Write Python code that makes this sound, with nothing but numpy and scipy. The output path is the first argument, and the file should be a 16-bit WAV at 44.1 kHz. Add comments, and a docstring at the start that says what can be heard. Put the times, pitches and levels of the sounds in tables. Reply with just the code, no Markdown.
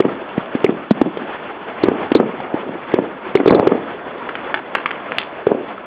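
"""A town at night, under fireworks. Shells burst overhead, each a falling boom with a crack on its
front, and come back off the houses; mortars thud and farther house fronts answer. Close by,
firecrackers snap between walls; far off, strings of crackers merge into a crackling roar.
The microphone is small and narrow-band, with gain control, and overloads on the loudest bangs."""
import sys
import numpy as np
from scipy import signal
from scipy.io import wavfile
from scipy.ndimage import uniform_filter1d

SR = 44100
rng = np.random.default_rng(int(sys.argv[2]) if len(sys.argv) > 2 else 0)


def transcribe(u):
    """Save the signal u as a 16-bit wav file named by the first command-line argument.

    u: samples, shape (n,) or (channels, n), limited to [-1, 1]; the rate is SR.
    q: integer samples, one column per channel.
    """
    v = np.clip(np.atleast_2d(u).T, -1, 1)
    q = np.round(v * 32767).astype(np.int16)
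    wavfile.write(sys.argv[1], SR, q)


N = 258419

# Shells overhead, crack and echo relative to the boom:
# start_s, level_db, front_hz, boom_hz, boom_t60_s, crack_db, echo_db
SHELL_BURSTS = [(0.001, 5, 443, 382, 0.023, -14, -8.5), (0.642, 6, 478, 396.5, 0.026, -11, -10.5),
                (1.835, 4, 577, 321.4, 0.019, -14.5, -2), (2.150, 6.5, 569, 431, 0.024, -16.5, -6.5),
                (2.154, 3.5, 420, 300, 0.047, -18.5, -7.5), (2.938, 4.5, 444, 369, 0.017, -15, -5.5),
                (3.351, 6.5, 525, 391, 0.034, -11, -11.5), (3.458, 5.5, 460, 401, 0.013, -23.5, 2),
                (3.474, 6.5, 546, 399, 0.02, -11.5, -3.5), (3.480, 3, 390, 330, 0.023, -17, -1),
                (3.547, 6, 697, 344, 0.014, -21.5, -2.5), (3.556, -10, 660, 440, 0.03, -28, -2.5),
                (3.670, 9, 543, 377, 0.019, -16, -10), (5.467, 4, 640, 400, 0.02, -21, -5)]
# Mortars and far shells: start_s, level_db, front_hz, boom_hz, boom_t60_s, crack_db, echo_db
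MORTAR_THUDS = [(0.214, -20, 680, 344, 0.049, -7, -9), (0.377, -1.5, 526, 179, 0.019, -19, -21),
                (0.549, -3, 465, 251, 0.028, -15.5, -8.5), (0.908, 9, 410.4, 209, 0.034, -18, -10),
                (1.0135, 9, 502, 269, 0.024, -24, -27.5), (1.066, -11, 519.3, 329, 0.076, -31, 0),
                (1.170, -10.5, 560, 390, 0.014, -9.5, -8.5), (2.116, 3, 612, 249, 0.023, -12, -18.5),
                (2.400, -14.5, 920, 774, 0.014, -9, 8.5), (2.540, -4, 390.6, 308, 0.029, -20.5, -2),
                (2.631, -17.5, 690, 368, 0.021, -37, -1), (2.669, -21.5, 470, 317, 0.029, -27, -23.5),
                (2.752, -17.5, 596, 333, 0.067, -37, -18.5), (3.264, -19, 572, 345, 0.045, -34.5, -3)]
# Close firecracker snaps and their sharpest echoes, tail relative to the snap:
# start_s, level_db, pitch_hz, tail_db
SNAPS_AND_ECHOES = [(4.289, -20, 1140, 8), (4.3532, -8, 1930, -13.5), (4.5416, -0.5, 1560, -5),
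                    (4.7505, 2.5, 1700, -11.5), (4.7541, 1.5, 1600, -19), (4.8581, -5, 1390, -4),
                    (4.9071, -13.5, 1520, -4), (4.9127, -5.5, 2000, -25.5), (5.1197, -4, 1830, -24),
                    (5.1836, 6, 3030, -18), (5.2285, -14, 1770, -17)]
# Gritty treble on the hardest bangs: start_s, level_db
GRIT_BURSTS = [(0.903, -11), (1.83, -5.5), (2.146, -1.5), (2.159, -5.5), (3.359, -14), (3.457, -12.5),
               (3.475, -3), (3.502, -7.5), (3.544, -6), (3.59, -17)]
# Houses that throw the shells back: delay_s, level_db, smear_s
HOUSE_ECHOES = [(0.021, -10.5, 0.0045), (0.044, -10, 0.0025), (.0485, 4.5, 0.0011), (0.059, -7, 0.0029),
                (0.08, -8.5, .004), (.104, -20, 0.008), (.125, -21, 0.018)]
# Farther fronts that answer the mortars: delay_s, level_db, smear_s
FAR_FRONT_ECHOES = [(0.037, -26.5, 0.015), (0.063, -20, 0.013), (.15, -6.5, .03)]
# Near walls that throw the crackers back: delay_s, level_db, smear_s
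WALL_ECHOES = [(.006, -14, 0.006), (.018, -13.5, 0.0063), (.0315, -12, .002), (.05, -16, 0.0012)]
# Rise and fall of the distant roar: time_s, level_db
ROAR_LEVELS = [(0.0, -24.5), (0.96, -27.5), (1.13, -27), (1.57, -27), (1.68, -25), (1.99, -23),
               (2.81, -26.5), (3.26, -25.5), (3.43, -22), (3.54, -23), (3.83, -24), (4.32, -24.5),
               (4.88, -26), (5.86, -27)]
# Spectrum of the roar before its tilt: frequency_hz, density_db
ROAR_COLOUR = [(15, -61.5), (25, 8), (100, -19), (170, -9.5), (250, -5), (400, -0.5), (600, 0), (1100, 0.5),
               (1700, -3), (2400, -6), (3300, -11), (4800, -22)]

SAG_S = 0.002    # time constant of a boom's drop in pitch


def shells():
    """Shells bursting overhead, thrown back by the houses around the microphone."""
    return booms(SHELL_BURSTS, HOUSE_ECHOES, thump_db=-1.5, rise_s=0.0032, tail_db=-32, tail_t60_s=0.69)


def shell_ticks(delay_s=0.021, pitch_hz=2160, growth=2.93):
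    """A small hard surface returns each shell's crack as a bright tick, growing faster than the crack."""
    out = np.zeros(N)
    tick = blast(pitch_hz, t60_s=0.006, extra_cycles=0, rise_s=0.0015)
    for start_s, *_, crack_db, _ in SHELL_BURSTS:
        add(out, start_s + delay_s, amp(22 + growth * crack_db) * tick)
    return out


def mortars():
    """Mortar thuds and far shells, answered by the farther house fronts."""
    return booms(MORTAR_THUDS, FAR_FRONT_ECHOES, thump_db=-3.5, rise_s=0.0017,
                 tail_db=-41, tail_t60_s=0.79)


def booms(bangs, facades, thump_db, rise_s, tail_db, tail_t60_s):
    """Each bang is a low swing with a crack and a brief one-sided pressure thump in front, then echoes."""
    out, t = np.zeros(N), np.arange(round(0.06 * SR)) / SR
    thump = (1 - t / 0.036) * np.exp(-t / 0.001) * (1 - np.exp(-t / 0.0003))
    for start_s, level_db, front_hz, boom_hz, t60_s, crack_db, echo_db in bangs:
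        extra_cycles = (front_hz - boom_hz) * SAG_S
        crack_envelope = amp(crack_db - 60 * t / 0.031) * swell(t, 0.0021)
        crack = crack_envelope * band_noise(len(t), 700, 3100)
        onset = crack + amp(thump_db) * thump
        direct = blast(boom_hz, t60_s, extra_cycles, rise_s) + onset
        # off the facades the swing is shorter and sweeps wider
        glancing = blast(0.65 * boom_hz, 0.3 * t60_s, extra_cycles + 0.43, rise_s=0.0029) + onset
        echo = signal.fftconvolve(band(glancing, 175, 1500), echoes(facades, tail_db, tail_t60_s))
        add(out, start_s, amp(level_db) * direct)
        add(out, start_s, amp(level_db + echo_db) * echo)
    return out


def blast(pitch_hz, t60_s, extra_cycles, rise_s):
    """A pressure swing that swells fast, sags to its pitch as the low air motion trails, and dies."""
    t = np.arange(round(0.06 * SR)) / SR
    cycles = pitch_hz * t + extra_cycles * (1 - np.exp(-t / SAG_S))
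    envelope = swell(t, rise_s) * amp(-60 * t / t60_s)
    return -envelope / envelope.max() * np.sin(2 * np.pi * cycles)


def cracker_snaps(ragged_t60_s=0.03, echo_db=-4.5):
    """Each close snap or sharp echo: an N-shaped cycle, a ragged tail off the ground, then the walls."""
    out, t = np.zeros(N), np.arange(round(0.06 * SR)) / SR
    for start_s, level_db, pitch_hz, tail_db in SNAPS_AND_ECHOES:
        cycles = pitch_hz * t
        wave = -np.sin(2 * np.pi * cycles) * (cycles < 1)
        tail_envelope = amp(tail_db - 60 * t / ragged_t60_s) * np.minimum(cycles, 1)
        tail = tail_envelope * band_noise(len(t), 0.45 * pitch_hz, 1.52 * pitch_hz)
        snap = amp(level_db) * (wave + tail)
        walls = echoes(WALL_ECHOES, tail_db=-39, tail_t60_s=0.34)
        add(out, start_s, snap)
        add(out, start_s, amp(echo_db) * signal.fftconvolve(snap, walls))
    return out


def grit(t60_s=0.04):
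    """Short swells of narrow treble noise on the hardest bangs."""
    out, t = np.zeros(N), np.arange(round(0.08 * SR)) / SR
    treble = signal.butter(4, [3550, 4400], "band", fs=SR, output="sos")
    for start_s, level_db in GRIT_BURSTS:
        envelope = swell(t, 0.0033) * amp(level_db - 60 * t / t60_s)
        add(out, start_s, envelope * unit_rms(signal.sosfilt(treble, rng.standard_normal(len(t)))))
    return out


def echoes(facades, tail_db, tail_t60_s, relief_db=-32):
    """Echo response: each facade is a sharp return smeared by its relief, over a diffuse dying tail."""
    t = np.arange(SR) / SR
    diffuse = amp(tail_db - 60 * t / tail_t60_s) * (1 - np.exp(-t / 0.021))
    sharp = np.zeros(SR)
    for delay_s, level_db, smear_s in facades:
        diffuse += amp(level_db + relief_db) * np.exp(-0.5 * ((t - delay_s) / smear_s) ** 2)
        sharp[round(delay_s * SR)] = amp(level_db)
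    return sharp + diffuse * rng.standard_normal(SR)


def far_crackers(pops_per_s=310, spread_db=9.5, blur_db=9, flicker_db=1.94):
    """Far off: many uneven pops, blurred into a roar by distance and flickering band by band."""
    level_db = np.interp(np.arange(N) / SR, *np.transpose(ROAR_LEVELS))
    tilt_db_per_octave = -2.5 - 0.16 * (level_db + 28.5)    # duller as it grows louder
    sizes = amp(spread_db * np.minimum(rng.exponential(1, N), 5)) * rng.choice([-1, 1], N)
    pops = unit_rms(sizes * (rng.random(N) < pops_per_s / SR))
    blurred = pops + amp(blur_db) * rng.standard_normal((2, N))    # adjacent bands get different noise
    colour_hz, colour_db = np.transpose(ROAR_COLOUR)
    edges_hz = 22 * 2 ** np.arange(0, 8.1, 1 / 3)    # third octaves
    out, shared_drift = np.zeros(N), drift(9)
    for k, (low_hz, high_hz) in enumerate(zip(edges_hz, edges_hz[1:])):
        centre_hz = np.sqrt(low_hz * high_hz)
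        band_db = np.interp(np.log(centre_hz), np.log(colour_hz), colour_db)
        tilt_db = tilt_db_per_octave * np.log2(centre_hz / 700)
        wander_db = flicker_db * (shared_drift + drift(20))
        out += amp(band_db + tilt_db + wander_db) * band(blurred[k % 2], low_hz, high_hz)
    return amp(level_db) * unit_rms(out)


def drift(rate_hz):
    """Slow random wander with a spread of 1."""
    hop = 40
    pole = np.exp(-2 * np.pi * rate_hz / SR * hop)
    slow = signal.lfilter([1], [1, -2 * pole, pole * pole], rng.standard_normal(N // hop + 2002))[2000:]
    return np.interp(np.arange(N) / hop, np.arange(len(slow)), unit_rms(slow - slow.mean()))


def swell(t, rise_s):
    """Smooth rise from 0 to 1."""
    return 1 - np.exp(-(t / rise_s) ** 2)


def amp(db):
    """Gain of a level in dB."""
    return 10 ** (np.asarray(db) / 20)


def unit_rms(x):
    """Scale to rms 1."""
    return x / np.sqrt(np.mean(x ** 2) + 1e-20)


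def band(x, low_hz, high_hz):
    """Second-order band-pass."""
    return signal.sosfilt(signal.butter(2, [low_hz, high_hz], "band", fs=SR, output="sos"), x)


def band_noise(samples, low_hz, high_hz):
    """A band of noise at rms 1."""
    return unit_rms(band(rng.standard_normal(samples), low_hz, high_hz))


def add(out, start_s, x):
    """Mix x into out from start_s."""
    i = round(start_s * SR)
    out[i:i + len(x)] += x[:N - i]


def scene():
    """Overhead, near and far, all arriving at one microphone."""
    roar = far_crackers()
    return (shells() + shell_ticks() + mortars() + cracker_snaps() + grit() + roar)[None]


def record(dry, step_hz=3450, step_db=-14, band_edge_hz=4800, hiss_db=-92.5):
    """A small microphone with a step down in the treble, gain control, amplifier and converter."""
    x = signal.sosfilt(signal.butter(3, 110, "high", fs=SR, output="sos"), dry)
    below = signal.sosfilt(signal.cheby1(10, 0.5, step_hz, "low", fs=SR, output="sos"), x)
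    above = signal.sosfilt(signal.cheby1(10, 0.5, step_hz, "high", fs=SR, output="sos"), x)
    x = below + amp(step_db) * above
    # gain control holds each overshoot above -3 dB, lets it fall, and ducks by 0.4 of it
    over_db = np.maximum(20 * np.log10(np.abs(x[0]) + 1e-9) + 3, 0)
    fall_db = 300 * np.arange(N) / SR
    held_db = np.maximum.accumulate(over_db + fall_db) - fall_db
    attack = np.exp(-1 / (0.0018 * SR))
    x = x * amp(-0.4 * signal.lfilter([1 - attack], [1, -attack], held_db))
    power = uniform_filter1d(np.minimum(x ** 2, 1), round(0.038 * SR))
    x = x + amp(-38.5) * power * band_noise(N, 3000, 3300)    # loud bangs carry a treble crunch
    x = x / (1 + np.abs(x / 0.995) ** 5) ** (1 / 5)    # the amplifier saturates
    x = signal.sosfilt(signal.butter(1, 70, "high", fs=SR, output="sos"), x)
    x = signal.sosfilt(signal.ellip(10, 0.5, 80, band_edge_hz, fs=SR, output="sos"), x)
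    x = np.clip(x, -0.975, 0.975) + amp(hiss_db) * rng.standard_normal(N)    # converter ceiling and hiss
    return signal.sosfilt(signal.cheby2(12, 70, 15900, fs=SR, output="sos"), x)    # top cut


dry = scene()
out = record(dry)
transcribe(out)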